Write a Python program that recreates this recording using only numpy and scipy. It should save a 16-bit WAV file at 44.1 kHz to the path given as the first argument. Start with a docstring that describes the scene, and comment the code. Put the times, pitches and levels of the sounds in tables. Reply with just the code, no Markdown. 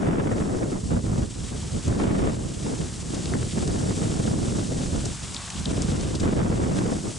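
"""Wind buffets two microphone ports while, behind it, a line of brush burns across a dirt track.
Each gust swells, holds and drops: it rumbles, flutters when it blows hard, and makes the camera's
gain control duck the fire. Countless tiny bursts in grass and needles merge into a fizz over the
soft roar of the flames; nearer twigs snap a little to the left."""
import sys
import numpy as np
from scipy import signal
from scipy.fft import rfft, irfft
from scipy.io import wavfile
from scipy.ndimage import uniform_filter1d

SR = 44100
rng = np.random.default_rng(int(sys.argv[2]) if len(sys.argv) > 2 else 0)


def persist_wave(psi):
    """Save psi, clipped to +-1, as 16-bit WAV."""
    counts = np.round(np.clip(psi, -1, 1) * 32767).astype(np.int16)
    wavfile.write(sys.argv[1], SR, np.atleast_2d(counts).T)


N = 316638
TIME_S = np.arange(N) / SR
FREQ_HZ = np.fft.rfftfreq(N, 1 / SR)


def gain(db):
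    return 10 ** (np.asarray(db) / 20)


def unit_rms(x):
    return x / np.sqrt(np.mean(x ** 2) + 1e-20)


def pan(left_db):
    return gain([[left_db / 2], [-left_db / 2]])


def follow(curve):
    return np.interp(TIME_S, *np.transpose(curve))


def colour(x, spectrum):
    """Filter by (f/Hz, level/dB) points on a log frequency axis."""
    hz, db = np.transpose(spectrum)
    response_db = np.interp(np.log(FREQ_HZ + 1), np.log(hz + 1), db)
    return irfft(rfft(x) * gain(response_db), N)


def wander(rate_hz):
    """Unit-RMS random drift, low-passed at rate_hz."""
    return unit_rms(irfft(rfft(rng.standard_normal(N)) / (1 + (FREQ_HZ / rate_hz) ** 4), N))


def ports(drives, spectrum, width, left_db):
    """Left and right from two coloured drives: one shared by the ports, one opposed."""
    mid, side = (unit_rms(colour(x, spectrum)) for x in drives)
    side = colour(side, width)
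    return np.array([mid + side, mid - side]) * pan(left_db)


def bursts(per_s, spread_db, decay_s):
    """Randomly timed tiny bursts, each a dying puff of noise."""
    size = gain(spread_db * np.minimum(rng.exponential(1, N), 4.5))
    onsets = rng.random(N) < per_s / SR
    power = signal.lfilter([1], [1, -np.exp(-1 / (decay_s * SR))], (size * onsets) ** 2)
    return np.sqrt(power) * rng.standard_normal((2, N))


# Course of the fire: t/s, level/dB
ROAR_LEVEL = [(0, -46.5), (.9, -65), (1.5, -51), (2.5, -55), (3.2, -51), (3.9, -61), (4.6, -61), (5, -52.5),
              (5.4, -45.5), (5.9, -49), (6.4, -56), (6.8, -52), (7.18, -55.5)]
FIZZ_LEVEL = [(0, -48.5), (0.4, -45.5), (1.0, -44), (1.6, -42.5), (2.6, -42), (3.2, -41), (3.95, -39.5),
              (4.6, -40), (5.5, -40), (6.2, -42.5), (6.6, -41), (7.18, -41)]
CRACKLE_RE_FIZZ = [(0, -7), (0.6, -7.5), (1.8, -4.5), (4.0, -6), (5.0, -5), (5.8, -2.5), (7.18, -7)]
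# Fire spectra: f/Hz, relative level/dB
ROAR_SPECTRUM = [(80, -38), (300, -26.5), (700, -5.5), (1100, -4), (1700, -9.5), (2600, -15.5), (6000, -64)]
FIZZ_SPECTRUM = [(1500, -24), (3000, -21), (4500, -6), (5500, -4), (6700, -3.5), (7600, -0.5), (8400, -3.5),
                 (9400, -7.5), (11000, -16)]
CRACKLE_SPECTRUM = [(600, -17), (1200, -8), (2300, -4), (3100, 0), (3800, -0.5), (4500, -6.5), (6500, -7.5),
                    (11000, -22)]
# Stereo width: f/Hz, side re mid/dB
FIRE_WIDTH = [(500, -13), (2000, -10), (4000, -11), (7500, -16), (10000, -9)]

def fire():
    """Fine fuel fizzes, twigs crackle more sparsely, flames roar softly beneath both."""
    fine_fuel = bursts(per_s=17000, spread_db=0, decay_s=0.00051)
    twigs = bursts(per_s=2300, spread_db=0.5, decay_s=0.00098)
    fizz = ports(fine_fuel, FIZZ_SPECTRUM, FIRE_WIDTH, left_db=0.7)
    crackle = ports(twigs, CRACKLE_SPECTRUM, FIRE_WIDTH, left_db=1.5)
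    roar = ports(rng.standard_normal((2, N)), ROAR_SPECTRUM, FIRE_WIDTH, left_db=1.5)
    fizz_db = follow(FIZZ_LEVEL)
    flare = wander(rate_hz=26)  # tufts catch and burn out
    return (fizz * gain(fizz_db + 0.77 * flare)
            + crackle * gain(fizz_db + follow(CRACKLE_RE_FIZZ) + 1.5 * flare)
            + roar * gain(follow(ROAR_LEVEL) + 1.5 * wander(rate_hz=63)))


# Near twigs: t/s, level/dB, centre f/Hz, spread/octaves, length/s
TWIG_SNAPS = [(1.88, -33, 7300, 0.3, 0.0015), (3.143, -39, 5610, 0.6, 0.014),
              (3.2565, -32.5, 3800, 0.4, 0.003), (3.3372, -28.5, 1540, 0.18, 0.0025),
              (3.6765, -32, 5960, 0.7, 0.003), (5.054, -33, 5460, 0.6, 0.007),
              (5.3447, -32, 5120, 0.6, 0.005), (5.3648, -27, 3650, 0.12, 0.002),
              (5.502, -34, 5150, 0.7, 0.007), (5.6552, -29, 5900, 0.35, 0.0014),
              (5.657, -28, 3700, 0.13, 0.003), (5.8205, -25, 6680, 0.3, 0.0015),
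              (6.01, -35, 5820, 0.5, 0.003), (6.1505, -36.5, 5100, 0.55, 0.012),
              (6.198, -37, 4980, 0.65, 0.014)]

def snaps(left_db=4.5, scatter_db=-19, scatter_s=0.024, cutoff_hz=8600):
    """A twig cracks, its last fibres rattle apart; trunks and ground scatter a faint tail."""
    size = 4096
    track = np.zeros(N + size)
    t = np.arange(size) / SR
    hz = np.fft.rfftfreq(size, 1 / SR) + 1
    treble_loss = 1 / np.sqrt(1 + (hz / cutoff_hz) ** 14)
    tail = gain(scatter_db) * np.exp(-t / scatter_s)
    for start_s, level_db, centre_hz, octaves, length_s in TWIG_SNAPS:
        breaking = np.sin(np.pi * np.minimum(t / length_s, 1) ** 0.6)
        fibres = rng.standard_normal(size) * (breaking + tail)
        fibres[round(0.0007 * SR)] += 4  # first break, the sharpest
        band = np.exp(-(np.log2(hz / centre_hz) / (2 * octaves)) ** 2)
        crack = irfft(rfft(fibres) * band * treble_loss)
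        crack_rms = np.sqrt(np.mean(crack[t < length_s] ** 2))
        start = round(start_s * SR)
        track[start:start + size] += gain(level_db) * crack / crack_rms
    return track[:N] * pan(left_db)


# Breeze between gusts: t/s, force/dB
BREEZE_FORCE = [(0, -8.5), (1.3, -24.5), (1.6, -27.5), (2.5, -15.5), (2.9, -24), (3.2, -13), (3.5, -21),
                (4.9, -13.5), (5.17, -29), (5.3, -23), (5.45, -34), (5.7, -22), (7.18, -22)]
# Gusts: t/s, length/s, force/dB, sag over length/dB (negative: grows), large-eddy extra bass/dB
GUST_EVENTS = [(0.01, 0.76, -1.5, 7.5, -21), (0.812, 0.11, -22, -3, 15), (0.901, 0.086, -3, 2, 6),
               (1.03, 0.2, -9.5, -3, 5), (1.368, 0.078, -17.5, 4, 8), (1.512, 0.064, -11, 3.5, 2),
               (1.598, 0.12, -17.5, 6, 0), (1.73, 0.045, -9.5, 2, 5.5), (1.858, 0.11, -7.5, -3.5, 4.5),
               (1.992, 0.32, 0.5, 1.5, -1.5), (2.32, 0.14, -8.5, 3.5, 4), (2.651, 0.089, -5.5, 3, -11),
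               (2.798, 0.053, -6, 5, 0), (3.108, 0.049, -13, -2, -24), (3.27, 0.18, -13.5, 0, 4),
               (3.328, 0.04, -1.5, 11, -4), (3.538, 0.38, -8.5, -1, -1), (3.965, 0.41, -8, 0, -2.5),
               (4.381, 0.232, -8.5, 0.5, -2), (4.68, 0.15, -13, -5, -3), (4.916, 0.18, -8.5, 7.5, 2.5),
               (5.55, 0.12, -20, 5, 7), (5.671, 0.51, -8, 4.5, 1.5), (6.215, 0.26, -2, -0.5, 0),
               (6.482, 0.26, -2.5, -0.5, 1.5), (6.761, 0.21, -1.5, 6, -9), (7.042, 0.064, -5, 9, -20)]

def gusts(rise_s=0.043, fall_s=0.025):
    """Wind force and extra bass in dB: each gust rises, sags or grows, then dies into the breeze."""
    power = gain(follow(BREEZE_FORCE)) ** 2
    weighted_bass = np.zeros(N)
    for start_s, length_s, force_db, sag_db, bass_db in GUST_EVENTS:
        t = TIME_S - start_s
        rise = np.clip(t / rise_s + 0.5, 0, 1)
        hold = gain(force_db - sag_db * np.clip(t / length_s, 0, 1))
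        fall = np.exp(-np.maximum(t - length_s, 0) / fall_s)
        gust_power = (rise * hold * fall) ** 2
        power += gust_power
        weighted_bass += bass_db * gust_power
    return 10 * np.log10(power), weighted_bass / power


# Stereo width: f/Hz, side re mid/dB
WIND_WIDTH = [(40, -3), (90, -23), (150, -5), (250, -3), (400, -0.5), (700, 2.5), (1300, 2.5), (3000, -2.5)]

def turbulence(spectrum, left_db, steadiness):
    """Eddy pressure at the ports; steadiness (0 to 1) evens out its short-term power."""
    air = ports(rng.standard_normal((2, N)), spectrum, WIND_WIDTH, left_db)
    power = (air ** 2).mean(0)
    power = uniform_filter1d(uniform_filter1d(power, size=1700), size=1200)
    return air / (power / power.mean()) ** (steadiness / 2)


# Wind spectra, low to high: f/Hz, relative level/dB
THUMP_SPECTRUM = [(12, -39), (25, -17), (42, -2.5), (62, -1), (80, 4), (110, -14.5), (180, -23), (500, -65)]
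RUMBLE_SPECTRUM = [(25, -55), (55, -6), (80, -11.5), (105, 1.5), (145, -1.5), (190, -3), (280, -15),
                   (500, -45), (1200, -79)]
BUFFET_SPECTRUM = [(50, -8), (130, -4.5), (230, -1), (320, -2.5), (480, -9.5), (700, -17), (1100, -37.5),
                   (2500, -73)]
FLUTTER_SPECTRUM = [(250, -27), (550, -1), (900, 0), (1300, -2.5), (1900, -8.5), (2800, -23.5), (4500, -39),
                    (9000, -48)]
RASP_SPECTRUM = [(700, -13), (1500, -8), (2100, 3.5), (2800, 0), (3600, -3), (5000, -32), (9000, -45)]

def wind(bass_lean=0.15):
    """Large eddies thump and rumble; small ones buffet and tear into flutter at the port edges."""
    force_db, bass_db = gusts()
    bass_db = bass_db * np.array([[1 - bass_lean], [1 + bass_lean]])  # large eddies favour the right
    eddies = wander(rate_hz=54)
    thump = turbulence(THUMP_SPECTRUM, left_db=-4.0, steadiness=0.2)
    rumble = turbulence(RUMBLE_SPECTRUM, left_db=-1.4, steadiness=0.4)
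    buffet = turbulence(BUFFET_SPECTRUM, left_db=0.6, steadiness=0.8)
    tearing_db = 2.15 * eddies + 3.67 * wander(rate_hz=244)
    flutter = turbulence(FLUTTER_SPECTRUM, left_db=-1.0, steadiness=0.11)
    rasp = turbulence(RASP_SPECTRUM, left_db=2.5, steadiness=0.55)
    # Higher bands grow faster with force: only the hardest gusts rasp.
    return (thump * gain(-30.5 + 0.47 * force_db + bass_db + 1.7 * eddies)
            + rumble * gain(-23.5 + 0.63 * force_db + 0.27 * bass_db + 1.3 * eddies)
            + buffet * gain(-23 + 0.93 * force_db + 1.82 * eddies)
            + flutter * gain(-38.5 + 1.203 * force_db + tearing_db)
            + rasp * gain(-47.5 + 2 * force_db + 1.17 * tearing_db))


def scene():
    return wind() + fire() + snaps()


THRESHOLD_DB, RATIO, ATTACK_S, RECOVERY_DB_PER_S = -23, 4.6, 0.039, 15
BAND_LIMIT_HZ = 11080

def record(dry):
    """Camera gain control ducks under loud gusts and recovers slowly; a low-pass follows."""
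    pole = np.exp(-1 / (ATTACK_S * SR))
    power = signal.lfilter([1 - pole], [1, -pole], (dry ** 2).mean(0))
    level_db = 10 * np.log10(power + 1e-12)
    recovery_db = RECOVERY_DB_PER_S * TIME_S
    held_db = np.maximum.accumulate(level_db + recovery_db) - recovery_db
    over_db = np.maximum(held_db - THRESHOLD_DB, 0)
    ducked = dry * gain(-(1 - 1 / RATIO) * over_db)
    lowpass = signal.firwin(1023, BAND_LIMIT_HZ, window=("kaiser", 9), fs=SR)
    return signal.oaconvolve(ducked, lowpass[None], "same")


dry = scene()
out = record(dry)
persist_wave(out)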